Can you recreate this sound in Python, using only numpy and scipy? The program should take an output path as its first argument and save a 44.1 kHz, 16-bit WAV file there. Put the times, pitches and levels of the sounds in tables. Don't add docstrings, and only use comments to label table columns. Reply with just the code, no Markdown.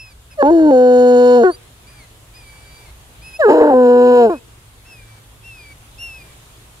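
import sys
import numpy as np
from scipy import signal
from scipy.fft import rfft, irfft, next_fast_len
from scipy.io import wavfile
from scipy.ndimage import uniform_filter1d, map_coordinates

SR = 44100
rng = np.random.default_rng(int(sys.argv[2]) if len(sys.argv) > 2 else 0)


def waveform_to_disk(signal):
    frames = np.transpose(np.atleast_2d(signal))
    scaled = np.clip(frames, -1, 1) * 32767
    samples = np.round(scaled).astype(np.int16)
    wavfile.write(sys.argv[1], SR, samples)


def gain_from_db(level_db):
    decades = np.asarray(level_db, float) / 20
    return 10 ** decades


N = 299871


def along(points, hz):
    f, v = np.transpose(points)
    return np.interp(np.log(hz + 1), np.log(f + 1), v)


def unit(x):
    return x / np.sqrt(np.mean(x ** 2) + 1e-20)


def wobble(rate_hz, n):
    knots = rng.standard_normal(int(n * rate_hz / SR) + 4)
    return map_coordinates(knots, [np.arange(n) * rate_hz / SR])


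def swells(rows):
    t = np.arange(N) / SR
    return sum(db * np.exp(-((t - s) / half_s) ** 2) for s, half_s, db in rows)


def span(rows, fade_s):
    s, *cols = np.transpose(rows)
    t = np.arange(max(round(s[0] * SR), 0), round(s[-1] * SR)) / SR
    window = np.clip(np.minimum(t - s[0] + (s[0] <= 0), s[-1] - t) / fade_s, 0, 1)
    return round(t[0] * SR), window, [np.interp(t, s, c) for c in cols]


def filtered(x, response):
    m = next_fast_len(x.shape[-1] + 8192)
    return irfft(rfft(x, m) * response(np.fft.rfftfreq(m, 1 / SR)), m)[..., :x.shape[-1]]


def resonance(hz, centre_hz, width_hz):
    return -10 * np.log10((1 - (hz / centre_hz) ** 2) ** 2 + (hz * width_hz / centre_hz ** 2) ** 2)


def ports(x, lean, lag_ms):
    side = np.array([[.5], [-.5]])

    def pair(hz):
        return gain_from_db(side * along(lean, hz)) * np.exp(-2j * np.pi * hz * side * lag_ms / 1000)

    return filtered(x, lambda hz: pair(hz) / np.maximum(abs(pair(hz).mean(0)), .5))


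def rush(spectrum, patchy_db):
    # hz, left_right_likeness (-1 to 1)
    alike = [(60, 0.96), (150, 0.94), (380, 0.83), (950, 0.01), (2380, -0.1), (5980, -0.023),
             (15000, -0.062)]
    z = signal.stft(rng.standard_normal((2, N + 512)), nperseg=512)[2]
    field = uniform_filter1d(rng.standard_normal(z.shape[1:]), size=6, axis=0)
    field = uniform_filter1d(field, size=14, axis=1)
    pair = signal.istft(z * gain_from_db(patchy_db * unit(field)), nperseg=512)[1][:, :N]

    def mid_side(hz):
        turn = np.arccos(np.clip(along(alike, hz), -1, 1)) / 2
        return gain_from_db(along(spectrum, hz)) * [np.cos(turn), np.sin(turn)]

    mid, side = filtered(pair, mid_side)
    return np.array([mid + side, mid - side]) / np.std(mid)


def whistles():
    # start_s, length_s, from_hz, to_hz, level_db
    strokes = [(0, .095, 2644, 2510, -51), (0.097, .035, 2486, 2250, -64), (.304, .04, 2890, 2420, -50.5),
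               (1.501, .055, 4560, 4800, -44), (1.866, .115, 2510, 2350, -61.5),
               (1.98, .075, 2346, 1990, -59.5), (2.338, .125, 2600, 2310, -57.5),
               (2.465, .395, 2298, 2335, -57.5), (2.856, .03, 2292, 2040, -59),
               (2.884, .025, 2040, 2260, -56.5), (3.215, .125, 2614, 2560, -49.5),
               (3.335, .038, 2480, 2620, -44.5), (4.29, .1, 2456, 2576, -54),
               (4.848, .16, 2825, 2380, -53.5), (5.012, .18, 2366, 2295, -62.5),
               (5.433, .22, 2857, 2330, -48.5), (5.644, .085, 2325, 2265, -49.5),
               (5.979, .21, 2870, 2540, -41.5), (6.181, .05, 2540, 2370, -48),
               (6.237, .11, 2410, 2290, -63)]
    # hz, facing_db, turned_db
    overtones = [(5200, -4, -14), (11100, -17, -18.5), (15000, -59, -57)]
    # hz, level_db (per Hz)
    puff = [(200, -23.5), (500, -6), (1470, -11.5), (1570, 1.5), (1670, -5.5), (2500, -8.5), (7000, -16.5),
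            (14000, -22)]
    scoop_hz, scoop_s = 327, .014
    slur_s, stroke_fade_db = 0.012, 3
    overtone_grows = 0.89

    hz, gain, air, ended_s = np.full(N, 2400.), np.zeros(N), np.zeros(N), 0
    for s, length_s, from_hz, to_hz, db in strokes:
        t = np.arange(round(length_s * SR)) / SR
        now = slice(round(s * SR), round(s * SR) + len(t))
        lead = slice(now.start - SR // 50, now.start)
        fresh = (s - ended_s > slur_s) * np.exp(-t / scoop_s)
        hz[now] = from_hz + (to_hz - from_hz) * t / length_s - scoop_hz * fresh
        hz[lead] = np.where(fresh[0], hz[now.start], hz[lead])
        hz[now.stop:] = to_hz
        gain[now] = gain_from_db(db - stroke_fade_db * (t / length_s - .5)) * (1 - fresh)
        air[now] = 1
        ended_s = s + length_s
    hz, gain, air = uniform_filter1d([hz, gain, air], size=int(slur_s * SR))
    phase = 2 * np.pi * np.cumsum(hz * (1 + 0.003 * wobble(60, N))) / SR

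    turned = np.clip((np.arange(N) / SR - 4.0) / .3, 0, 1)
    at_hz, facing_db, turned_db = np.transpose(overtones)

    def under_db(f):
        return (1 - turned) * np.interp(f, at_hz, facing_db) + turned * np.interp(f, at_hz, turned_db)

    over = sum(gain_from_db(under_db(k * hz) + 3 * wobble(14, N)) * np.sin(k * phase) for k in (2, 4))
    over = over * (abs(gain) / gain_from_db(-48) + 1e-3) ** (overtone_grows - 1)
    tone = np.sqrt(2) * gain * gain_from_db(2.4 * wobble(30, N)) * (np.sin(phase) + over)
    near = ports(tone * (1 - turned), [(2400, -.5), (5000, -2.5)], lag_ms=.03)
    near = near + ports(tone * turned, [(2400, 1.5), (5000, 1)], lag_ms=-.03)
    return gain_from_db(5.5) * near + gain_from_db(-55.5) * air * (1 - 0.13 * turned) * rush(puff, patchy_db=1.5)


def yard(duck_db):
    # hz, level_db (per Hz)
    rumble_spectrum = [(12, -37.5), (20, -13.5), (48, -5.5), (59, 0), (71, -6.5), (81, -10), (90, -9.5),
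                       (120, -38.5), (200, -120)]
    hush_spectrum = [(70, -30.5), (125, 1.5), (190, -10), (300, -11), (600, -13), (1000, -12.5),
                     (1800, -17.5), (3500, -16.5), (5400, -24), (7000, -20.5), (9500, -19.5),
                     (12500, -22.5), (15500, -27.5)]
    drone_spectrum = [(88, -120), (90, -30), (103, -9), (109, 0), (116, -9), (140, -26), (145, -120)]
    # start_s (centre), half_s, level_db
    passes = [
        (3, 0.42, 4),
        (6, .25, 4),
        (0.5, .3, 4.5),
    ]
    revs = [
        (2.6, .5, 4),
        (5.15, 0.59, 5.5),
    ]
    gusts = [
        (1.6, .5, 1),
        (3.3, 0.91, 2),
        (6.3, 0.72, 2.5),
    ]
    rumble_db, drone_db, hush_db = -49.5, -54.5, -48 - 2.5
    recover_db, recover_s = -4, 0.22

    breeze_db = -0.07 * wobble(0.96, N) + swells(gusts)
    breeze_db = breeze_db + recover_db * np.exp(-np.arange(N) / SR / recover_s)
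    hush = gain_from_db(hush_db + breeze_db) * rush(hush_spectrum, patchy_db=1.16)
    body = filtered(hush, lambda hz: 1 / (1 + (hz / 8000) ** 4))
    drone = gain_from_db(drone_db + swells(revs)) * rush(drone_spectrum, patchy_db=.5)
    rumble = gain_from_db(rumble_db + swells(passes)) * rush(rumble_spectrum, patchy_db=-0.1)
    return rumble + drone + hush - (1 - gain_from_db(duck_db)) * body


def bay(registers, throat, hiss_db, rasp_db, chest_hz):
    # centre_hz, width_hz, level_db
    windpipe = [(367, 30, 0.5), (487.6, 31, 4.5), (884, 150, -8), (1740, 330, -19)]
    # hz, level_db
    mouth = [(1100, -26.5), (1250, -39), (1500, -26), (1720, -37), (1880, -44), (2000, -59.5),
             (2200, -79.5)]
    # start_s, level_db
    breaks = [
        (.426, 10.5),
        (0.596, -7.5),
        (1.436, 0),
        (3.475, -7),
        (4.302, -8.5),
    ]
    throat_width_hz, mouth_width_hz = 65.3, 273
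    upper_follows = 0.38
    close_s, close_to = .09, 0.4

    voice, rasp, buzz, hiss, turn = np.zeros((5, 3 * SR // 2))
    start = round(registers[0][0][0][0] * SR) - SR // 8
    k = np.arange(1, 8)[:, None]
    for rows, (tilt_db, open_db, air_db, swell_db, rough) in registers:
        at, window, (hz, level_db, throat_hz, mouth_hz) = span(rows, fade_s=0.0044)
        n, window = len(hz), np.sqrt(window)
        now = slice(at - start, at - start + n)
        left_s = np.arange(n)[::-1] / SR
        rough = np.clip(rough, 0, 1) * np.clip(left_s / 0.061, .15, 1)
        turn[now] = turn[now.start] + 2 * np.pi * np.cumsum(hz) / SR
        phase = turn[now] + .7 * rough * wobble(110, n) + .012 * wobble(60, n)

        low_hz = k[:4] * hz
        low_db = tilt_db * np.log2(k[:4]) + resonance(low_hz, throat_hz, throat_width_hz)
        low_db = low_db + 2 * resonance(low_hz, mouth_hz, mouth_width_hz)
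        low_db = low_db + level_db - 10 * np.log10((gain_from_db(low_db) ** 2).sum(0))
        effort = gain_from_db(level_db)
        swell = swell_db * np.arange(n) / SR
        swell = np.where(swell > 0, swell * np.clip(left_s / close_s, close_to, 1), swell)
        size = gain_from_db(along(mouth, k * hz) + open_db + upper_follows * swell) * effort
        size[:4] = gain_from_db(low_db)

        rise_db = uniform_filter1d(low_db[1] - low_db[0], size=900)
        twist = .3 + 2.7 * np.clip((rise_db - 3) / 5, 0, 1)
        lag = twist * np.minimum(k * (k - 1) / 2, 3)
        stack = np.sqrt(2) * (size * np.cos(k * phase - lag)).sum(0)
        voice[now] += window * stack * (1 + .3 * rough * wobble(120, n))

        halves = np.cos(phase * 3 / 2) + .6 * np.cos(phase * 5 / 2) + .4 * np.cos(phase * 7 / 2)
        halves = wobble(34, n) * halves
        grit = (.6 * rough + .008) * rng.standard_normal(n)
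        rasp[now] += window * effort * (grit + .15 * rough * halves)

        bright = window * effort * gain_from_db(air_db + swell)
        top = int(9000 / hz.max()) + .5
        snap = top * np.sinc(top * (phase / np.pi % 2 - 1)) / np.sinc(phase / (2 * np.pi) % 1 - .5)
        buzz[now] += bright * unit(snap)
        jet = gain_from_db(1.8 * wobble(26, n)) * (1 + .7 * np.cos(phase))
        hiss[now] += bright * jet * rng.standard_normal(n)
    for s, db in breaks:
        if 0 < s * SR - start < len(rasp):
            rasp[round(s * SR) - start] += gain_from_db(db + 4)

    def pipe(f):
        total = 0
        for j, (c, w, db) in enumerate(windpipe):
            total = total + (-1) ** j * gain_from_db(db) * 1j * f * w / (c * c - f * f + 1j * f * w)
        return total / (1 + (260 / (f + 1)) ** 4) / (1 + (f / 1800) ** 12)

    def chest(f):
        return 1 / (1 + (chest_hz / (f + 1)) ** 8)

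    def tract(f):
        return np.sqrt(sum(gain_from_db(2 * db) / (1 + (2 * (f - c) / w) ** 4) for c, w, db in throat))

    def spread(f):
        return np.exp(-1j * (f / 900) ** 1.5)

    def clear(f):
        return 1 / (1 + (f / 6600) ** 5)

    upper = filtered(buzz, lambda f: gain_from_db(6.5) * tract(f) * spread(f) * clear(f))
    breathy = filtered(hiss, lambda f: gain_from_db(hiss_db) * tract(f) * (1 - .76 * clear(f)))
    call = filtered(voice, chest) + gain_from_db(rasp_db) * filtered(rasp, pipe) + upper + breathy
    return np.pad(call, (start, N - start - len(call)))


def first_bay():
    # start_s, pitch_hz, level_db, throat_hz, mouth_hz
    onset = [(0.372, 659.6, -45, 600.0, 1660.0), (0.392, 601, -17, 595, 1600),
             (0.414, 559, -10, 620.0, 1510), (0.428, 548, -15.0, 674, 1340.0)]
    climb = [(0.424, 265.6, -14, 360.0, 936), (0.458, 279.6, -9.5, 393, 860.0),
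             (0.502, 315.7, -10.0, 397, 854), (0.51, 319, -11, 397, 860.0)]
    chest_voice = [(0.506, 335, -8.5, 380.0, 940.0), (0.525, 341.5, -8.0, 389, 820.0),
                   (0.612, 317, -9.0, 374, 765), (0.682, 300.8, -8, 379, 897), (0.712, 284, -9, 427, 940.0)]
    hold = [(.708, 272.8, -10.5, 497, 802), (.728, 263.2, -7.5, 484, 810), (.768, 252.1, -8, 488, 857),
            (.902, 249, -8, 479, 866.7), (1.146, 246.6, -8, 469, 904), (1.333, 246.8, -7.5, 502, 1004),
            (1.379, 242.7, -8, 526, 922), (1.42, 232.5, -9, 517, 764), (1.442, 226.2, -9, 465, 745)]
    yelp = [(1.432, 361.4, -16, 548, 1600), (1.45, 380, -6.5, 509, 1410), (1.474, 363.6, -10, 540, 1449),
            (1.502, 354.7, -13.5, 522, 1230), (1.54, 260, -57.5, 456, 1210)]
    # tilt_db (per octave), upper_partials_db, air_db (re level), air_swell_db (per s), rough (0-1)
    folds = [
        (-5.5, 3, -33, 0.5, .035),
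        (0.5, 1, -39, 0.1, .047),
        (-7.5, -6, -40, 14, 0.06),
        (-9.5, -5.5, -38, 15.5, 0.01),
        (-10, 10.5, -38, 8.5, 0),
    ]
    # centre_hz, width_hz, level_db
    facing = [(2250, 120, -9.5), (2920, 360, -4), (3785, 290, -6), (4360, 274, 2.5), (5300, 420, -7.5),
              (6920, 570, -9), (8570, 310, -16), (10470, 1100, -21), (12800, 3000, -29.5)]
    registers = [*zip([onset, climb, chest_voice, hold, yelp], folds)]
    return bay(registers, facing, hiss_db=14.0, rasp_db=22.5, chest_hz=181)


def second_bay():
    # start_s, pitch_hz, level_db, throat_hz, mouth_hz
    onset = [(3.39, 657.6, -28, 636, 1750), (3.406, 641.4, -10.5, 620, 1720),
             (3.428, 561.4, -14.5, 787, 1690), (3.462, 426.2, -5.5, 526, 1540),
             (3.5, 399.4, -11.5, 570, 1480)]
    growl = [(3.468, 206.5, -25, 400, 900), (3.498, 268.4, -10, 418, 885), (3.53, 318.7, -10.5, 400, 860),
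             (3.56, 312.3, -12, 406, 827), (3.682, 295.9, -10.5, 393, 812), (3.742, 257.7, -10, 417, 860)]
    hold = [(3.738, 255.5, -8.5, 470.6, 1250), (3.842, 247.8, -8, 455.6, 1253),
            (3.912, 245.2, -7.5, 465, 1188), (4.12, 247.5, -8, 460, 1150), (4.202, 241.8, -7, 523, 920),
            (4.256, 229.2, -7.5, 516, 783), (4.288, 206, -15.5, 442.5, 860), (4.305, 217, -20.5, 406, 860)]
    yelp = [(4.295, 369, -14, 538, 1310), (4.333, 327.6, -19, 548, 1178), (4.371, 237.7, -36.5, 350, 1050),
            (4.395, 223, -56.5, 360, 1050)]
    # tilt_db (per octave), upper_partials_db, air_db (re level), air_swell_db (per s), rough (0-1)
    folds = [
        (-9, 1, -26.5, -250, .03),
        (0.4, 3, -30, -43.5, 0.52),
        (-5.5, -3.5, -44, 22.5, .035),
        (-9.5, 4, -40.5, 149.5, 0.032),
    ]
    # centre_hz, width_hz, level_db
    turned = [(2770, 630, -1), (3920, 210, -2.5), (4360, 270, -5), (5060, 500, -7.5), (6840, 700, -13),
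              (7270, 400, -11.5), (10900, 1800, -24), (13500, 2500, -28.5)]
    registers = [*zip([onset, growl, hold, yelp], folds)]
    return bay(registers, turned, hiss_db=19.0, rasp_db=23.5, chest_hz=139)


def room(x):
    # hz, t60_s
    decay = [(200, 0.67), (1000, 0.56), (5000, .2)]
    hz, t, z = signal.stft(rng.standard_normal((2, SR // 2)), SR, nperseg=256)
    tail = signal.istft(z * gain_from_db(-60 * t / along(decay, hz)[:, None]), SR, nperseg=256)[1]
    late = np.pad(x, (2500, 0))[None]
    return signal.fftconvolve(late, tail / np.linalg.norm(tail[0]), axes=1)[:, :N]


def grunts():
    catches = [
        (2.005, .05, 225, -56),
        (2.888, .022, 290, -54),
        (3.378, .012, 235, -60),
    ]
    out = np.zeros(N)
    for s, length_s, hz, db in catches:
        t = np.arange(round(2 * length_s * SR)) / SR
        phase = 2 * np.pi * hz * t + 1.3 * wobble(110, len(t))
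        partials = np.cos(phase) + .9 * np.cos(2 * phase) + .5 * np.cos(3 * phase)
        out[round((s - length_s) * SR):][:len(t)] += gain_from_db(db) * np.hanning(len(t)) * partials
    return out


def scene():
    # hz, left_minus_right_db
    lean = [
        [(60, -3.5), (110, 0), (200, -4), (380, 4.5), (700, -2), (1290, -4.5), (2380, -4.5), (4400, -11.5),
         (8120, -8), (15000, -3.5)],
        [(60, -3), (110, -6), (200, 0), (380, -0.5), (700, 3), (1290, -2.5), (2380, -5.5), (4400, -7),
         (8120, -4.5), (15000, -2.5)],
    ]
    first, second = first_bay(), second_bay()
    both = first + second
    near = ports(first, lean[0], lag_ms=0.21) + ports(second, lean[1], lag_ms=.17)
    loud = np.clip(uniform_filter1d(abs(both), size=2200) / 0.31, 0, 1)
    return near + gain_from_db(-42.0) * room(both) + whistles() + grunts() + yard(duck_db=-4.5 * loud)


def top_cut(x):
    return signal.sosfilt(signal.butter(12, 16480, fs=SR, output="sos"), x)


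def record(dry):
    top_hz = 15760
    held = dry / (1 + abs(dry / .97) ** 8) ** (1 / 8)
    mix = filtered(held, lambda hz: (hz < top_hz) / (1 + (hz / 16200) ** 8))
    return top_cut(mix)


dry = scene()
out = record(dry)
waveform_to_disk(out)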